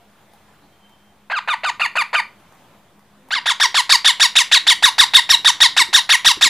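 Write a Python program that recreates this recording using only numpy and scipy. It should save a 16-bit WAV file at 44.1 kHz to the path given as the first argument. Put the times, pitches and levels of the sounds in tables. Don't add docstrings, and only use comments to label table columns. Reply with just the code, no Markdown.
import sys
import numpy as np
from scipy import signal
from scipy.fft import rfft, irfft, next_fast_len
from scipy.io import wavfile
from scipy.ndimage import uniform_filter1d, map_coordinates

SR = 44100
rng = np.random.default_rng(int(sys.argv[2]) if len(sys.argv) > 2 else 0)


def wav_out(sig):
    wavfile.write(sys.argv[1], SR, np.round(np.clip(np.atleast_2d(sig).T, -1, 1) * 32767).astype(np.int16))


N = 286209


def amp(db):
    return 10 ** (np.asarray(db) / 20)


def unit(x):
    return x / np.sqrt(np.mean(x ** 2) + 1e-20)


def along(points, hz):
    f, v = np.transpose(points)
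    return np.interp(np.log(hz + 1), np.log(f + 1), v)


def wobble(rate, size):
    knots = rng.standard_normal(int(size * rate / SR) + 4)
    return map_coordinates(knots, [np.arange(size) * rate / SR])


def filtered(x, response):
    m = next_fast_len(x.shape[-1] + 8192)
    spectrum = rfft(x, m) * response(np.fft.rfftfreq(m, 1 / SR))
    return irfft(spectrum, m)[..., :x.shape[-1]]


def add(track, s, sound):
    part = track[round(s * SR):][:len(sound)]
    part += sound[:len(part)]


# frequency in Hz, level in dB.
AWAY_RESONANCE = [(400, -13), (700, -1), (1100, -3), (2300, -1), (3400, -13), (4500, -9), (5000, -19),
                  (5600, -32), (6500, -20.5), (7400, -22), (9000, -29.5), (10500, -27), (12000, -35),
                  (15000, -54)]
FACING_RESONANCE = [(400, -29.5), (700, -8), (1050, -8.5), (1400, -10), (2000, -4.5), (3000, -10),
                    (3800, 0), (4400, -6.5), (5100, -10.5), (5700, -12.5), (6500, -15.5), (7500, -13.5),
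                    (8700, -23), (10200, -15.5), (11400, -29), (15000, -35)]
# start pitch over shoulder pitch (ratio),
# knee, sag and end pitch in Hz, rise, knee and end levels against the tail in dB, treble weight when warm in dB,
# how much duller at first in dB, warming time constant in s.
RUN_VOICES = [(0.66, 1240, 1183, 866, -4, 0, 0.77, -1.99, 6.88, 0.307),
              (0.35, 1158, 1012, 900, -3, 0.534, -1.01, -0.583, 12.96, 0.212)]
RUN_STARTS_S = 1.299, 3.305
# time in s, jump in Hz, width in ms, loss in dB.
VOICE_CRACK = (3.346, 810, 3.4, 14.6)
TURNS_S = 3
CEILING_HZ = 1912


def squawk(row, breath_db=-18, rasp_db=10, purity_db=14):
    s, t1, hz1, t2, hz2, t3, t4, crest_db, tail_db = row
    away = s < TURNS_S
    loud = not away
    start, hz3, sag_hz, hz4, rise_db, knee_db, end_db, warm_db, dull_db, warm_s = RUN_VOICES[loud]
    treble_db = warm_db - dull_db * np.exp(-(s - RUN_STARTS_S[loud]) / warm_s)
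    ms = np.arange(round((t4 + 6) * SR / 1000)) * 1000 / SR
    size = len(ms)

    pitch_ms = [0, t1, t2 - 0.3088 * (t2 - t1), t2, t2 + 0.1986 * (t3 - t2), t3, (t3 + t4) / 2, t4]
    pitch_hz = [start * hz1, hz1, .97 * hz2, hz2, .97 * hz2, hz3, sag_hz, hz4]
    pitch = np.interp(ms, pitch_ms, pitch_hz)
    crack_s, jump_hz, width_ms, loss_db = VOICE_CRACK
    crack = np.exp(-((ms - (crack_s - s) * 1000) / width_ms) ** 2)
    jitter, shimmer_db = .007, 3
    pitch = np.minimum(pitch, CEILING_HZ) + jump_hz * crack
    pitch = uniform_filter1d(pitch, size=220, mode="nearest")
    pitch = pitch * (1 + jitter * wobble(391.6, size))

    level_points_db = [tail_db + rise_db, crest_db, tail_db + knee_db, tail_db + end_db]
    level_db = np.interp(ms, [5, t2, t3, t4 - 5], level_points_db)
    level = amp(level_db - loss_db * crack)
    level *= np.clip(ms / 1.24, 0, 1) * np.clip((t4 + 2 - ms) / 5, 0, 1)
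    level *= amp(-3 * loud * np.exp(-ms / 6))

    gape = 1 + .03 * rng.standard_normal()
    resonance = AWAY_RESONANCE if away else FACING_RESONANCE

    def colour(hz):
        treble = treble_db * np.clip(0.5434 * np.log2((hz + 1) / 1700), 0, 2)
        radiated = (hz < SR / 2) / (1 + (420 / (hz + 1)) ** 6)
        return amp(along(resonance, hz * gape) + treble) * radiated

    k = np.arange(1, 25)[:, None]
    fade_db = away * purity_db * np.clip((pitch - 1280) / 250, 0, 1) * np.clip(k - 2, 0, 3)
    fade_db = fade_db + 10 * np.exp(-ms / 7) * np.clip(k * pitch / 3500 - .6, 0, 1.5)
    ring_db = loud * 6 * np.clip((pitch - 1500) / 350, 0, 1) * ((k == 2) + 1.103 * (k == 3))
    timbre_db = rng.normal(0, 2, k.shape)
    sizes = colour(k * pitch) * amp(ring_db + timbre_db - fade_db)

    bursts = np.array([wobble(141.1, size) for _ in k])
    flutter = amp(shimmer_db * np.clip(k / 5, 0, 1) * bursts)
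    ripple_db, ripple_hz = 2.2, 300
    ripple = map_coordinates(rng.standard_normal(128), [k * pitch / ripple_hz], mode="nearest")
    flutter *= amp(ripple_db * ripple * np.clip(k * pitch / 2500 - .3, 0, 1) - 0.36)

    phase = 2 * np.pi * np.cumsum(pitch) / SR
    harmonics = sizes * flutter * np.sin(k * phase + 0.811 * k ** 1.7)
    voice = np.sum(harmonics, axis=0) / np.sqrt(np.sum(sizes ** 2, axis=0) / 2)
    pulsed_noise = rng.standard_normal(size) * (1 + 0.93 * np.sin(phase))
    breath = unit(filtered(pulsed_noise, colour))
    onset_db = (rasp_db if away else 3) * np.exp(-ms / 10)
    return level * (voice + amp(breath_db + onset_db) * breath)


# frequency in Hz, time to fall by 60 dB in s.
ROOM_DECAY = [(400, 0.146), (1000, 0.2547), (3000, 0.2672), (8000, 0.2014), (14000, 0.212)]
# delay in ms, level in dB.
BASKET_ECHOES = [(1.1, -11.5), (2.3, -16), (4.2, -16), (7.5, -30.5), (12, -32.5)]


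def room(x, wet_db):
    hz, t, z = signal.stft(rng.standard_normal(SR // 2), SR, nperseg=256)
    decay = amp(-60 * t / along(ROOM_DECAY, hz)[:, None])
    tail = signal.istft(z * decay, SR, nperseg=256)[1]
    tail *= np.clip(np.arange(len(tail)) / SR / 0.00156, 0, 1)
    echo = amp(wet_db) * tail / np.linalg.norm(tail)
    for ms, db in BASKET_ECHOES:
        echo[round(ms * SR / 1000)] += amp(db)
    return signal.fftconvolve(x, echo)


# start in s, shoulder time in ms and pitch in Hz, crest time in ms and pitch in Hz
# (before the ceiling), knee time in ms, length in ms, crest level in dB, tail level in dB.
SQUAWKS = [(1.299, 17.64, 708.5, 37, 1638, 72, 93.6, -19, -20.5),
           (1.475, 8.45, 649, 20.7, 1538, 26.5, 70.6, -12.5, -18),
           (1.634, 11.8, 766.2, 21.5, 1557, 30.9, 69.4, -16.5, -19),
           (1.796, 10.7, 723.3, 28, 1435, 27.7, 69.7, -13.5, -18),
           (1.954, 18.3, 696.2, 23.7, 1573, 32.6, 72, -15, -17),
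           (2.13, 15.4, 650.2, 29, 1583, 30.7, 75.8, -9.5, -17.5),
           (3.306, 11.6, 1322, 36, 1633, 52.5, 85.4, -13, -20),
           (3.457, 14.2, 1402, 27, 1922, 46, 67.14, -14.5, -14.5),
           (3.599, 10.75, 1484, 22.6, 1886, 37.3, 64.4, -11.5, -12),
           (3.743, 14.1, 1587, 17.6, 1915, 35.46, 67.5, -12.5, -11.5),
           (3.893, 13.7, 1462, 22.8, 1936, 36.1, 68, -9.5, -10.5),
           (4.045, 14.27, 1562, 24, 1975, 38.6, 66.45, -8.5, -11),
           (4.197, 11.2, 1588, 24, 1926, 35.8, 68.1, -7, -10.5),
           (4.354, 13.95, 1541, 20.7, 2007, 38.1, 69.45, -7, -11),
           (4.514, 13.14, 1624, 20, 1961, 38.7, 65.6, -7.5, -10.5),
           (4.667, 12.8, 1636, 25.6, 1961, 38.4, 63.56, -7.5, -10),
           (4.824, 11.35, 1627, 22, 1964, 35.94, 68.7, -3, -12),
           (4.981, 9.63, 1592, 19.7, 1945, 34.64, 62.25, -5, -10),
           (5.135, 14, 1684, 23, 1979, 36, 63.9, -5.5, -11),
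           (5.291, 10.47, 1768, 18.1, 1996, 33.16, 63.6, -3.5, -11.5),
           (5.446, 11.93, 1752, 18.7, 2017, 36.1, 60.9, -8, -10),
           (5.603, 9.65, 1735, 20.4, 1978, 33.3, 64.46, -4, -10),
           (5.765, 13.32, 1587, 19, 1982, 29.8, 62.7, -7, -10),
           (5.929, 13.5, 1646, 25, 1943, 40, 68.3, -5, -11.5),
           (6.091, 12.1, 1380, 26.3, 1956, 40.3, 67.1, -5.5, -11),
           (6.246, 13.74, 1379, 21.6, 1996, 44.3, 74.1, -6.5, -11.5),
           (6.41, 14.95, 1472, 21.3, 2031, 40.5, 70.9, -6.5, -11.5)]
# frequency in Hz, level in dB.
ECHO_WIDTH = [(300, -24.5), (1000, -66), (2500, -63.5), (4000, -33), (7500, -2), (10000, -13),
              (14000, -46.5)]


def parakeet():
    mid, side = np.zeros(N), np.zeros(N)
    for row in SQUAWKS:
        call = squawk(row)
        add(mid, row[0], call)
        add(mid, row[0], room(call, wet_db=-10))
        add(side, row[0], room(call, wet_db=-23))
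    side = filtered(side, lambda hz: amp(along(ECHO_WIDTH, hz)))
    return np.array([mid - side, mid + side])


def taps(events, t60, crack):
    out, t = np.zeros(N), np.arange(SR // 8) / SR
    for s, db, hz in events:
        strike = np.sin(2 * np.pi * hz * t) + crack * rng.standard_normal(len(t))
        tap = amp(db - 60 * t / t60) * strike
        add(out, s, tap)
        add(out, s, room(tap, wet_db=0.5))
    return out


# start in s, level before decay and echoes in dB, ring frequency in Hz.
CLAW_TICKS = [(0.336, -40, 802), (0.895, -44.5, 890), (2.4, -45.5, 1150), (2.5238, -41.5, 1060),
              (2.5506, -46, 996), (2.9936, -43.5, 1160), (3.1223, -57, 850), (3.287, -38.5, 960)]


def claws():
    return taps(CLAW_TICKS, t60=0.0086, crack=0.376)


# start in s, level before decay and echoes in dB, ring frequency in Hz.
BASKET_BUMPS = [(5.156, -36.5, 316.5), (5.393, -36.5, 315), (5.807, -29.5, 352.6), (5.887, -34, 336),
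                (6.371, -29, 341.6), (6.461, -26, 325.5)]


def basket_knocks():
    return taps(BASKET_BUMPS, t60=0.029, crack=.05)


# start in s, end in s, mean pitch in Hz, level before swelling in dB.
FAR_TONES = [(.0, 0.039, 705.4, -48.5), (0.592, 0.682, 284, -56), (0.598, .67, 4100, -66),
             (0.617, .68, 4470, -69.5), (.7, 1.15, 3134, -60.5), (3.137, 3.45, 260, -58),
             (3.16, 3.302, 515, -61), (3.593, 3.736, 388.4, -54.5), (4.588, 4.783, 309.6, -55),
             (4.903, 5.148, 290.9, -59.5), (5.391, 5.585, 307, -52.5), (5.676, 5.8, 282.4, -53)]


def faint_tones():
    out = np.zeros(N)
    for start, end, hz, db in FAR_TONES:
        size = round((end - start) * SR)
        pitch = hz * (1 + 0.0057 * wobble(27.9, size))
        swell = amp(db + 4 * wobble(30, size)) * np.hanning(size) ** .4
        add(out, start, swell * np.sin(2 * np.pi * np.cumsum(pitch) / SR))
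    return out


# frequency in Hz, relative density in dB per Hz.
AIR_SPECTRUM = [(15, -52.5), (25, -11.5), (59, -10.5), (77, -1.5), (203, -1), (232, -4), (356, -4.5),
                (478, -6.5), (775, -3.5), (2880, -15.5), (3210, -14.5), (5070, -23.5), (15200, -29)]
# frequency in Hz, level in dB.
AIR_WIDTH = [(60, -21.5), (240, -17.5), (940, -14.5), (3730, -6), (14800, 5.5)]
# time in s, level in dB.
AIR_LEVEL = [(0, -54), (1.25, -54.5), (2.5, -53.5), (3.5, -55), (5, -49), (6.49, -49.5)]
# mean frequency in Hz, beats per second, level before swelling in dB.
FAN = (204.4, 5.2, -57.5)


def background():
    z = signal.stft(rng.standard_normal((2, N)), nperseg=512)[2]
    field = uniform_filter1d(rng.standard_normal(z.shape[1:]), size=6, axis=0)
    field = uniform_filter1d(field, size=12, axis=1)
    patchy_db, swell_db = 1.2, 1.3
    pair = signal.istft(z * amp(patchy_db * unit(field)), nperseg=512)[1][:, :N]
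    mid, side = filtered(pair, lambda hz: amp(along(AIR_SPECTRUM, hz) + [0 * hz, along(AIR_WIDTH, hz)]))
    air = unit(np.array([mid + side, mid - side]))
    t = np.arange(N) / SR
    level = amp(np.interp(t, *np.transpose(AIR_LEVEL)) + swell_db * wobble(3.678, N))
    hz, beats, db = FAN
    beating = np.cos(np.pi * beats * (t - .1)) * np.sin(2 * np.pi * hz * t)
    fan = amp(db + 3.2 * wobble(2.91, N)) * beating
    hiss = amp(-73.5) * rng.standard_normal((2, N))
    return level * air + fan + hiss


def scene():
    return parakeet() + claws() + basket_knocks() + faint_tones() + background()


TOP_HZ = 15400


def record(dry):
    clipped = dry / (1 + np.abs(dry / 1.062) ** 12) ** (1 / 12)
    thump = amp(-31.5) * filtered(np.abs(dry - clipped), lambda hz: 1 / (1 + (hz / 280) ** 4))
    offset = -.001
    return filtered(clipped - thump, lambda hz: hz < TOP_HZ) + offset


dry = scene()
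out = record(dry)
wav_out(out)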